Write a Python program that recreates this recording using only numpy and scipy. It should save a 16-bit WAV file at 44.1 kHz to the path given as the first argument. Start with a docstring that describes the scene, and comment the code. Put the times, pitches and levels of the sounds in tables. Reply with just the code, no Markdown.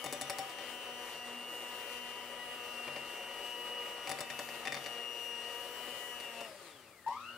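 """In a kitchen, a hand mixer whips cream in an enamel bowl. The brushed motor whines at twelve slots a turn,
amplitude-modulated at twice the mains rate; filtered noise gives fan air and gear rush, and short dull
resonances give the slapping cream. The beaters now and then knock the bowl, whose modes ring and echo.
Near the end the power is cut, the motor coasts down, and it is switched on again and growls up to speed."""
import sys
import numpy as np
from scipy import signal
from scipy.fft import irfft
from scipy.io import wavfile

SR = 44100
rng = np.random.default_rng(int(sys.argv[2]) if len(sys.argv) > 2 else 0)


def dump_mix(stems):
    """Bounce the given channels to the path in sys.argv[1] as a 16-bit WAV at rate SR."""
    frames = np.atleast_2d(stems).T  # one column per channel
    limited = np.clip(frames, -1, 1)  # hard clip at full scale
    pcm = np.round(limited * 32767).astype(np.int16)
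    wavfile.write(sys.argv[1], SR, pcm)


def convert_level_to_amplitude(level_db):
    """Map a level in decibels to its linear amplitude factor."""
    exponent = np.asarray(level_db, float) / 20
    return 10 ** exponent


N = 325017

# Stereo: left-right likeness against pitch (f/Hz, likeness); the lean of most sources to the left
LIKENESS = [(60, 0.97), (180, 1), (550, 0.96), (1650, 0.85), (4970, 0.053), (15000, 0.072)]
LEFT_DB, GROWL_LEFT_DB = 5.5, 4.5

# Noise spectra: mixer rush, relative (f/Hz, level/dB), and room floor, relative (f/Hz, level/dB)
RUSH_COLOUR = [(20, -58), (40, -15), (100, -37), (174, -15), (250, -29), (330, -6.5), (486, -8),
               (801, -8.5), (1040, -11), (1960, -16), (2540, -2.5), (2900, -15.5), (3400, -12),
               (6000, -24.5), (8740, -21), (12000, -33.5), (16000, -33)]
ROOM_COLOUR = [(24, -58), (40, -24), (101, 3.5), (130, -2.5), (1680, -5.5), (2050, -62), (3380, -27),
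               (16000, -13)]
# Resonances of the plastic housing (f/Hz, width/Hz, gain/dB)
HOUSING = [(565, 22, 8.5), (1239, 59, 8.5), (1856, 234, 3.5), (2840, 120, 4.5)]
# Densities in dB per Hz, to which the colours are added; the laws are in dB per decade of speed
ROOM_DB, BODY_DB, HISS_DB = -94.5, -75.5, -74.5
BODY_LAW_DB, HISS_LAW_DB = 38.5, 19

KITCHEN_T60_S, WALL_CUT_HZ, ECHO_DB = 0.3, 7000, -11

# Dull notes of beaters and bowl wall under the cream (f/Hz, level/dB, t60/s)
BURBLE = [(425, -52.5, 0.044), (546.8, -54, 0.14), (597, -57.5, 0.067), (1236, -52.5, 0.039),
          (1952, -53.5, 0.046)]
SLAPS_PER_S, SLAP_SPREAD_DB = 30, 4   # for each note, at full speed

# Beater on bowl (t/s, clink level/dB, boom level/dB, thud level/dB, ring level/dB, tick over clack/dB)
KNOCKS = [(.0407, -35, -28, -37, -44.5, 6), (.0602, -34.5, -44, -38.5, -49, 4),
          (.1245, -31.5, -37, -37.5, -49, 10), (.2108, -31.5, -32, -39, -47.5, 8),
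          (.2966, -29, -42, -37.5, -40, 1), (.3839, -32.5, -38, -40, -38, 2.5),
          (.4942, -42, -57, -64, -60, -6), (.5844, -42, -53, -51, -49, -14),
          (2.877, -45, -31, -39, -58.5, -28), (2.9606, -42, -31.5, -40.5, -53, -22),
          (4.0715, -35, -34, -50, -46, -12), (4.0925, -32, -44, -39, -38.5, 4),
          (4.1134, -30.5, -56, -39, -43, -4), (4.1863, -37, -44, -42, -59, -5),
          (4.2047, -30.5, -36, -36.5, -49.5, 2), (4.3, -36, -37, -44, -58, -17),
          (4.3898, -32.5, -36.5, -37.5, -54, -4), (4.4871, -40, -40, -49, -55, -15),
          (4.6517, -34.5, -47, -45, -46, -14), (4.6712, -31.5, -34, -38, -53, -19),
          (4.7211, -31.5, -58, -42, -69, -15), (4.7425, -32.5, -39, -47, -44.5, -14),
          (4.7665, -38, -44, -44, -59, -18), (4.8398, -43, -51, -59, -66, -12),
          (4.8603, -35, -43, -49, -62, -15), (6.1994, -42.5, -55, -48, -62, 0),
          (6.4062, -42, -52, -42, -62, 1), (7.08, -48.5, -60, -48.5, -51.5, -1)]
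# Bands of contact noise (low f/Hz, high f/Hz, level/dB)
CRACK = [(90, 580, 8.5), (315, 1400, 11), (1780, 2670, 8), (3800, 6330, -2.5), (6600, 9000, -1),
         (10000, 21000, -4)]
# Modes of the bowl (f/Hz, level/dB, t60/s); each takes the strength of its band
BOWL = [(139, -24.5, 0.37), (283, -12.5, 0.089), (580.3, -5.5, 0.14), (777, -0.5, 0.32),
        (1115, -4.5, 0.033), (1483, -29, 0.18), (1845, -8.5, 0.047), (1960, -15, 0.25), (2450, -11, 0.015),
        (2660, -20, 0.05), (3590, -20, 0.124), (4635, -17.5, 0.039), (4750, -14, 0.0089), (5510, -25, 0.17),
        (5600, -37, 0.018), (6870, -12, 0.038), (7820, -13, 0.097), (9320, -10.5, 0.095), (9810, -4, 0.024),
        (10520, -25, 0.15)]
# Limits between boom, thud, ring, clack, clink and tick (f/Hz)
BAND_EDGES_HZ = [220, 680, 1300, 3000, 6500]
CRACK_T60_S = 0.02
EDGE_DB = -7.5          # clack and tick lie around this, relative to the clink
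SWELL_CYCLES = 2        # time constant with which the bowl wall takes up a blow
SINGS_S, SING_DB = 0.13, 3   # treble modes lasting longer also follow the ring level, with this gain

# Motor speed: sags under the cream, coasts and picks up again (t/s, turns per s)
SPEED = [(0, 246), (.36, 245), (.68, 245.2), (1.3, 242), (1.65, 242.5), (2.05, 243.6), (2.44, 242.8),
         (2.76, 241), (3.3, 240.6), (3.65, 241.2), (4.04, 239.4), (4.45, 238.7), (4.84, 237.1),
         (5.4, 236.7), (5.55, 238), (5.8, 243.4), (5.98, 243.6), (6.12, 241.6), (6.2, 239.5), (6.44, 229.2),
         (6.53, 204), (6.6, 187), (6.7, 155), (6.9, 103), (7.0, 81.5), (7.05, 74), (7.065, 74.5),
         (7.09, 78), (7.13, 84.5), (7.18, 96.5), (7.22, 105), (7.26, 111.5), (7.31, 117.5), (7.37, 122.5)]
# Whine lines, swelling and fading as the hand turns the vents (t/s, slot level/dB, mains line below level/dB,
# mains line above level/dB, commutator level/dB, second mains line below level/dB, left-right/dB)
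WHINE = [(0.0, -53, -59, -52, -74, -62, 21), (0.14, -57.5, -63, -63, -62, -68, 5),
         (0.28, -58, -59, -65, -62, -63, 6), (0.42, -57, -66, -65, -83, -61, 1),
         (0.56, -64, -57.5, -58.5, -65, -60, 11), (0.7, -69, -52, -52.5, -71, -59, 12),
         (0.84, -54, -57, -57, -68, -55, 2.0), (0.98, -61, -56, -56, -66.5, -64.0, 6),
         (1.12, -57, -51.5, -58, -66, -63, 2), (1.26, -56, -51, -72, -67, -59, 1.0),
         (1.4, -52.5, -50, -71.0, -80, -68, 2), (1.54, -48.5, -51, -73, -81, -73, 0),
         (1.68, -52.5, -50, -68, -70, -62, 0), (1.82, -59, -52, -60, -69, -62, 11),
         (1.96, -67, -51.5, -55, -67, -57.5, 12), (2.1, -62, -52, -56, -69, -67, 8),
         (2.24, -57, -55, -56, -73, -59, 10), (2.38, -53, -59, -62, -70, -70, 14),
         (2.52, -53, -53, -78, -77, -62, -4), (2.66, -56, -51, -57, -68, -58, 7),
         (2.8, -63, -47.5, -62, -67, -66, 7), (2.94, -58, -47.5, -59, -73, -68, 7),
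         (3.08, -54, -49.5, -58, -69, -65, 4), (3.22, -52, -47.5, -56, -66.5, -68, 1),
         (3.36, -49.5, -59, -56, -69, -60, 7), (3.5, -46, -55, -56, -65, -56, 9),
         (3.64, -46.5, -66, -61, -76.0, -57, 5), (3.78, -44, -56.5, -58, -70, -58, 3),
         (3.92, -50, -57, -62, -69, -65, 0.0), (4.06, -49.0, -58.5, -58, -62, -59, 6),
         (4.2, -60, -65, -60, -81, -56.0, -5), (4.34, -51.5, -74, -60, -69.0, -52, 3),
         (4.48, -56, -55, -61.0, -80, -53.5, 7), (4.62, -55, -56, -62, -71, -60.5, 4.0),
         (4.76, -59, -79, -61, -64, -64, 5.0), (4.9, -47.5, -71, -56, -68, -67.5, 10),
         (5.04, -44.5, -54, -62, -66, -64, 8.0), (5.18, -44, -58, -58, -67, -60, 9),
         (5.32, -43, -55, -63, -63, -67, 9.0), (5.46, -47, -55, -54, -65, -66, 8),
         (5.6, -49, -57, -61, -72, -69, 11), (5.74, -52.5, -58.5, -58, -66, -67, 13),
         (5.88, -50.0, -55, -54, -78, -65.5, 15), (6.02, -51, -62, -56.0, -69.0, -73, 23),
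         (6.16, -52.5, -70, -57, -64, -55, 12), (6.26, -48.5, -53, -62, -74, -66, 6.0),
         (6.34, -55.5, -59, -60, -65, -65, 6.0), (6.4, -51, -53, -59, -72, -63, 9),
         (6.45, -54, -71.5, -52, -68, -65, 4.0)]
# Part reaching the two sides out of step, by paths round the housing
# (t/s, slot level/dB, mains line below level/dB, mains line above level/dB)
OUT_OF_STEP = [(0.0, -60.0, -62.0, -65.0), (0.28, -67.0, -54, -64), (0.56, -60.0, -54, -63.0),
               (0.84, -58.0, -51, -66.0), (1.12, -58, -55, -67.0), (1.4, -62, -61, -76.0),
               (1.68, -57, -56, -71.0), (1.96, -52, -53, -64.0), (2.24, -62.0, -55, -62.0),
               (2.52, -51, -59.0, -66.0), (2.8, -55, -61.0, -65.0), (3.08, -63, -64.0, -68.0),
               (3.36, -60.0, -64.0, -67.0), (3.64, -52, -57, -71.0), (3.92, -58, -52, -70.0),
               (4.2, -62, -61, -65.0), (4.48, -62.0, -58, -65.0), (4.76, -61.0, -61, -64.0),
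               (5.04, -56, -63.0, -64.0), (5.32, -56, -67.0, -67.0), (5.6, -55.0, -66.0, -67.0),
               (5.88, -53, -63.0, -63.0), (6.16, -54.0, -65.0, -64.0), (6.44, -58, -73, -67)]
# Strongest low tones (t/s, second order level/dB, third order level/dB, fourth order level/dB)
DRONE = [(0, -59.5, -65, -61.5), (.9, -62, -60.5, -57.5), (2, -59.5, -61.5, -56), (3.2, -62, -61, -58.5),
         (3.6, -58.5, -63.5, -54.5), (4.2, -57, -64, -58.5), (4.85, -56.5, -59, -62),
         (5.5, -56, -62.5, -55), (6.1, -60.5, -63.5, -62.5), (6.4, -58.5, -51.5, -57),
         (6.55, -65, -59.5, -69), (6.8, -62, -61, -62), (7.37, -71, -63, -68)]
# Unbalance and pole tones (multiple of the turn rate, level/dB)
LOW_ORDERS = [(1, -66), (5, -65.5), (6, -67), (7, -69.5), (8, -62), (9, -67.5), (10, -66.5), (13, -67),
              (36, -74)]
# Brush contacts (multiple of the turn rate, level/dB)
BRUSH = [(14, -81), (20, -77), (32, -75), (42, -75.5), (52, -75), (64, -75.5)]
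# Growl lines split off by an off-centre rotor (shift in turn rates, level/dB below the growl)
GROWL_SIDES = [(-2, -15), (-1, -15), (1, -15)]
# Swells of the growl where it crosses the housing's pitches (f/Hz, width/Hz, gain/dB)
GROWL_PEAKS = [(920, 59, 9.5), (1260, 50, 3.5)]
# Passband of the brush sparks (low f/Hz, high f/Hz)
SPARKS_HZ = [1270, 5450]
FULL_TURNS_PER_S, SLOTS, MAINS_THROB_HZ = 242, 12, 120
THROB_WANDER = 0.8      # rms phase wander of each whine line, radians
SWITCH_OFF_S, SWITCH_ON_S, CURRENT_DIES_S = 6.45, 7.062, 0.012
# Inrush of current: the growl rises, holds, then eases
INRUSH_DB, INRUSH_RISE_S, INRUSH_HOLD_S, INRUSH_EASE_DB_PER_S = -46.5, 0.004, 0.067, 48
# Relative to the growl: mains lines, second and third slot harmonics, sparks
GROWL_THROB_DB, GROWL_SECOND_DB, GROWL_THIRD_DB, SPARKS_DB = -6, -13.5, -20, -12
COASTING_DB, RESTART_COMMUTATOR_DB = -67.5, -69
VENT_HZ, VENT_WIDTH_HZ, VENT_DB = 2820, 260, 13.5   # commutator tone swells at the vent's pitch
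HUM_DB, RESTART_HUM_DB = -77.5, -67

CUTOFF_HZ = 15900


def rms_one(x):
    """Normalisation to unit mean power."""
    return x / np.sqrt(np.mean(x ** 2) + 1e-20)


def in_time(rows):
    """Linear interpolation of a table's columns, one value a sample."""
    s, *columns = np.transpose(rows)
    return [np.interp(np.arange(N) / SR, s, column) for column in columns]


def at_hz(points, hz):
    """Interpolation of a spectrum on a logarithmic frequency axis."""
    point_hz, value = np.transpose(points)
    return np.interp(np.log(hz), np.log(point_hz), value)


def drift(rate):
    """Random modulation: unit-rms noise through two equal low-pass poles at rate (Hz)."""
    hop = 100
    r = np.exp(-2 * np.pi * rate * hop / SR)
    noise = rng.standard_normal(N // hop + 2002)
    slow = signal.lfilter([1], [1, -2 * r, r * r], noise)[2000:]   # after the filter has settled
    return np.interp(np.arange(N) / hop, np.arange(len(slow)), rms_one(slow))


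def band(x, low_hz, high_hz):
    """Band-pass filtering."""
    return signal.sosfilt(signal.butter(2, [low_hz, high_hz], "band", fs=SR, output="sos"), x)


def pan(db):
    """Interaural level difference: left and right gains whose mean is 1."""
    left = np.atleast_1d(convert_level_to_amplitude(db))
    return 2 * np.array([left, np.ones_like(left)]) / (1 + left)


def tone(phase, hz, db):
    """Interaural phase difference: a sine of given rms, the sides further apart where likeness is low."""
    apart = np.arccos(np.clip(at_hz(LIKENESS, hz), 0, 1)) * rng.standard_normal()
    start = rng.uniform(0, 2 * np.pi)
    return np.sqrt(2) * convert_level_to_amplitude(db) * np.sin(phase + start + np.array([[apart / 2], [-apart / 2]]))


def ring(clicks, hz, t60, swell_cycles):
    """Modal resonance: a click sets off a decaying sine after a short swell."""
    r, w = convert_level_to_amplitude(-60 / (t60 * SR)), 2 * np.pi * hz / SR
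    soft = np.exp(-hz / (swell_cycles * SR))
    turning = np.exp(1j * w * np.arange(N))
    held = signal.lfilter([1], [1, -soft], clicks / turning)
    return (signal.lfilter([1 - soft], [1, -r], held) * turning).imag


def rush():
    """Broadband noise in half-octave bands: air and gears rise with speed over the room's floor."""
    decades = np.log10(in_time(SPEED)[0] / FULL_TURNS_PER_S)
    body_db = BODY_DB + BODY_LAW_DB * decades + 0.8 * drift(1.2)
    hiss_db = HISS_DB + HISS_LAW_DB * decades + 0.7 * drift(1.5)
    out, together = 0, drift(8)
    edges = 28 * 2 ** np.arange(0, 9.6, 0.5)
    white = rng.standard_normal((2, 2, N))
    for k, (low, high) in enumerate(zip(edges, edges[1:])):
        mid, side = band(white[k % 2], low, high)   # neighbouring bands stay independent
        hz = np.sqrt(low * high)
        alike = np.clip(at_hz(LIKENESS, hz), 0, 1)
        bright = np.clip(np.log2(hz / 1200) / 3, 0, 1)
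        level_db = (1 - bright) * body_db + bright * hiss_db
        mixer = convert_level_to_amplitude(at_hz(RUSH_COLOUR, hz) + level_db + together + 0.96 * drift(9.5))
        gain = np.hypot(mixer, convert_level_to_amplitude(at_hz(ROOM_COLOUR, hz) + ROOM_DB))
        out = out + gain * (np.sqrt(1 + alike) * mid + np.sqrt(1 - alike) * side * [[1], [-1]])
    for hz, width_hz, db in HOUSING:
        r = np.exp(-np.pi * width_hz / SR)
        poles = [1, -2 * r * np.cos(2 * np.pi * hz / SR), r * r]
        peak = signal.lfilter(np.array([1, 0, -1]) * (1 - r * r) / 2, poles, out)
        out = out + (convert_level_to_amplitude(db) - 1) * peak
    return np.sqrt(SR / 4) * out * pan(LEFT_DB)   # the root makes 0 dB unit power per Hz


def kitchen(x):
    """Reverberation: a dense, dull, exponentially decaying tail, different on each side."""
    s = np.arange(SR // 2) / SR
    tail = rng.standard_normal((2, len(s))) * convert_level_to_amplitude(-60 * s / KITCHEN_T60_S) * (s > 0.004)
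    tail = band(tail, 900, WALL_CUT_HZ)
    tail = tail / np.sqrt(np.sum(tail ** 2) / 2)
    return signal.fftconvolve(x[None], tail, axes=1)[:, :N]


def cream():
    """Random excitation of damped notes: soft slaps, fewer and weaker as the beaters slow."""
    speed = in_time(SPEED)[0] / FULL_TURNS_PER_S
    out = 0
    for hz, db, t60 in BURBLE:
        struck = rng.random(N) < SLAPS_PER_S * speed / SR
        slaps = struck * convert_level_to_amplitude(db + SLAP_SPREAD_DB * rng.standard_normal(N)) * speed ** 2
        out = out + ring(slaps + 1e-18, hz, t60, swell_cycles=7.8)
    return out * pan(LEFT_DB)


def knocks():
    """Impact excitation: a hit and a bounce strike every bowl mode afresh, with a short grainy crack."""
    s, clink_db, boom_db, thud_db, ring_db, sharp_db = np.transpose(KNOCKS)
    clack_db = clink_db + EDGE_DB - sharp_db / 2
    tick_db = clink_db + EDGE_DB + sharp_db / 2
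    strength_db = [boom_db, thud_db, ring_db, clack_db, clink_db, tick_db]
    bounce_s = s + 0.007 + 0.001 * rng.standard_normal(len(s))
    hits = (np.array([s + 0.001, bounce_s]) * SR).astype(int)
    ringing = np.zeros(N)
    for hz, db, t60 in BOWL:
        struck_db = strength_db[np.digitize(hz, BAND_EDGES_HZ)]
        if t60 > SINGS_S and hz > BAND_EDGES_HZ[2]:
            struck_db = (struck_db + ring_db) / 2 + SING_DB
        clicks = np.full(N, 1e-18)
        # rows: hit, bounce
        clicks[hits] = convert_level_to_amplitude(struck_db + db + [[3], [-6]] + 2.1 * rng.standard_normal(hits.shape))
        ringing += ring(clicks, hz, t60, SWELL_CYCLES)
    high_pass = signal.butter(2, 110, "high", fs=SR, output="sos")
    out = signal.sosfilt(high_pass, ringing) * np.ones((2, 1))
    for low_hz, high_hz, db in CRACK:
        struck_db = strength_db[np.digitize(np.sqrt(low_hz * high_hz), BAND_EDGES_HZ)]
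        blow = np.full(N, 1e-18)
        blow[hits] = convert_level_to_amplitude(struck_db + db + [[2], [-1.5]])
        # noise common to both sides, plus a part of each side's own
        grain = rng.standard_normal(N) + min(0.74, low_hz / 1500) * rng.standard_normal((2, N))
        crack = signal.lfilter([1], [1, -convert_level_to_amplitude(-60 / (CRACK_T60_S * SR))], blow) * grain
        out += band(crack, low_hz, high_hz)
    return out * pan(LEFT_DB)


def brushes(shaft):
    """Periodicity: patterns of one turn each repeat with the shaft and fade slowly into one another."""
    multiples, out = np.arange(14, 65), 0
    place = (shaft / (2 * np.pi) % 1 * 8192).astype(int)
    for _ in range(7):
        spectrum = np.zeros((2, 4097), complex)
        levels = convert_level_to_amplitude(at_hz(BRUSH, multiples) + 2.3 * rng.standard_normal(len(multiples)))
        phases = 2 * np.pi * rng.random((2, len(multiples)))
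        spectrum[:, multiples] = 4096 * levels * np.exp(1j * phases)
        out = out + irfft(spectrum)[:, place] * drift(2)
    return out / 2


def low_tones(shaft, mains, turns, again, drive_db):
    """Harmonics of rotation: unbalance, pole and brush tones fall with speed; hum follows the mains."""
    speed_db = 30 * np.log10(turns / FULL_TURNS_PER_S)
    out = tone(2 * mains, 240, np.where(again, RESTART_HUM_DB, HUM_DB + drive_db))
    wavers_db = [3.2 * drift(7), 2.8 * drift(8.3), 1.9 * drift(17)]
    for order, db, waver_db in zip((2, 3, 4), in_time(DRONE), wavers_db):
        out += tone(order * shaft, order * 240, db + speed_db + 0.15 * drive_db + waver_db)
    for multiple, db in LOW_ORDERS:
        waver_db = 3 * drift(2.8) + 1.45 * drift(28)
        level_db = db + speed_db + 0.67 * drive_db + waver_db
        out += tone(multiple * shaft, multiple * FULL_TURNS_PER_S, level_db)
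    return out + convert_level_to_amplitude(speed_db + 0.85 * drive_db) * brushes(shaft)


def commutator(slots, mains, turns, again, current, growl_db, slow, ragged):
    """Higher slot harmonics with mains sidebands; the restart sweeps through the vent's resonance."""
    bars_db = in_time(WHINE)[3]
    drive_db = 12 * (current - 1)
    vent_db = VENT_DB * np.exp(-((2 * SLOTS * turns - VENT_HZ) / VENT_WIDTH_HZ) ** 2)
    restart_db = np.maximum(growl_db + GROWL_SECOND_DB, RESTART_COMMUTATOR_DB) + vent_db
    before_db = current * bars_db + (1 - current) * COASTING_DB
    db = np.where(again, restart_db, before_db)
    out = tone(2 * slots + 1.3 * slow * drift(60), 1200, db + ragged * drift(40))
    third_db = np.minimum(db, -64) + drive_db - 11 - 4 * again
    for side in (-1, 1):
        out += tone(2 * slots + side * mains, 5800, db + drive_db - 6 + ragged * drift(30))
        out += tone(3 * slots + side * mains, 2500, third_db + ragged * drift(30))
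    # the fourth harmonic comes forward while coasting
    fourth_db = COASTING_DB - 4 - 9 * current + 30 * np.log10(turns / FULL_TURNS_PER_S)
    return out + ~again * tone(4 * slots, 8000, fourth_db + ragged / 2 * drift(20))


def growl_swell(hz):
    """Resonance: gain in dB of the housing for a line at a moving pitch."""
    return sum(db * np.exp(-((hz - peak_hz) / width_hz) ** 2) for peak_hz, width_hz, db in GROWL_PEAKS)


def growl(shaft, mains, turns, growl_db, ragged):
    """Modulation under inrush current: slot lines split by mains and rotor offset, with sparking noise."""
    slots, slots_hz = SLOTS * shaft, SLOTS * turns
    out = 0
    for side in (0, -1, 1):
        swell_db = growl_swell(slots_hz + side * MAINS_THROB_HZ)
        level_db = growl_db + abs(side) * GROWL_THROB_DB + swell_db
        out += tone(slots + side * mains, 1000, level_db + ragged * drift(30))
    for shift, db in GROWL_SIDES:
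        level_db = growl_db + db + growl_swell(slots_hz + shift * turns)
        out += tone(slots + shift * shaft, 1000, level_db + ragged * drift(36))
    third_db = np.maximum(growl_db + GROWL_THIRD_DB, -76)
    out += tone(3 * slots, 2500, third_db + 1.5 * ragged * drift(40))
    sparks = rms_one(band(rng.standard_normal((2, N)), *SPARKS_HZ))
    return out + convert_level_to_amplitude(growl_db + SPARKS_DB + 1.9 * drift(59)) * sparks


def slot_line(phase, db, left_db, out_of_step_db):
    """Superposition: a panned part common to both sides, and an opposed part that changes sign."""
    common = convert_level_to_amplitude(db) * np.sin(phase) * pan(left_db)
    lead = np.tanh(3 * drift(0.74))   # now one side ahead, now the other
    opposed = convert_level_to_amplitude(out_of_step_db) * lead * np.cos(phase) * [[1], [-1]]
    return np.sqrt(2) * (common + opposed)


def slot_whine(slots, mains, current):
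    """Amplitude modulation: magnetic pull at twice the mains rate gives the slot tone sidebands."""
    slot_db, below_db, above_db, _, second_below_db, left_db = in_time(WHINE)
    pull_db = 20 * np.log10(current + 0.012)
    out = 0
    for side, db, out_of_step_db in zip((0, -1, 1), (slot_db, below_db, above_db), in_time(OUT_OF_STEP)):
        waver_db = pull_db + 1.27 * drift(29)
        phase = slots + side * mains + THROB_WANDER * drift(0.6)
        out += slot_line(phase, db + waver_db, left_db, out_of_step_db + waver_db)
    phase = slots - 2 * mains - 1.3 + THROB_WANDER * drift(2)
    second = np.sqrt(2) * convert_level_to_amplitude(second_below_db + pull_db + drift(8)) * np.sin(phase)
    return out + second * pan(LEFT_DB)


def motor():
    """Phase locking: every rotational tone follows one shaft angle, through power cut and restart."""
    turns, = in_time(SPEED)
    s = np.arange(N) / SR
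    again, since = s >= SWITCH_ON_S, np.maximum(s - SWITCH_ON_S, 0)
    dying = np.exp(-np.maximum(s - SWITCH_OFF_S, 0) / CURRENT_DIES_S)
    current = np.where(again, 1, dying)
    slow = np.clip(1 - turns / 235, 0, 1)
    ragged = 1.3 + 3.5 * slow   # the pull is uneven at low speed
    jitter = 0.0005 * drift(12) + slow * (0.035 * drift(200) + 0.011 * drift(18))
    shaft = 2 * np.pi * np.cumsum(turns * (1 + jitter)) / SR
    mains = 2 * np.pi * MAINS_THROB_HZ * s
    slots = SLOTS * shaft
    rise_db = 20 * np.log10(np.clip(since / INRUSH_RISE_S, 1e-3, 1))
    ease_db = INRUSH_EASE_DB_PER_S * np.maximum(since - INRUSH_HOLD_S, 0)
    growl_db = INRUSH_DB + rise_db - ease_db
    rest = low_tones(shaft, mains, turns, again, 12 * (current - 1))
    rest += commutator(slots, mains, turns, again, current, growl_db, slow, ragged)
    growling = again * growl(shaft, mains, turns, growl_db, ragged)
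    whine = ~again * slot_whine(slots, mains, current)
    return rest * pan(LEFT_DB) + growling * pan(GROWL_LEFT_DB) + whine


def scene():
    """Superposition of rush, cream, bowl and motor; the knocks also reverberate in the kitchen."""
    bowl = knocks()
    echoes = convert_level_to_amplitude(ECHO_DB) * kitchen(bowl.mean(axis=0)) * pan(LEFT_DB)
    return rush() + echoes + cream() + bowl + motor()


def roll_off(x):
    """The treble ends steeply here."""
    return signal.sosfilt(signal.butter(12, 16650, fs=SR, output="sos"), x)


def record(dry):
    """Low-pass filtering: a steep filter cuts the top."""
    low_pass = signal.cheby2(16, 30, CUTOFF_HZ, fs=SR, output="sos")
    mix = signal.sosfilt(low_pass, dry)
    return roll_off(mix)


dry = scene()
out = record(dry)
dump_mix(out)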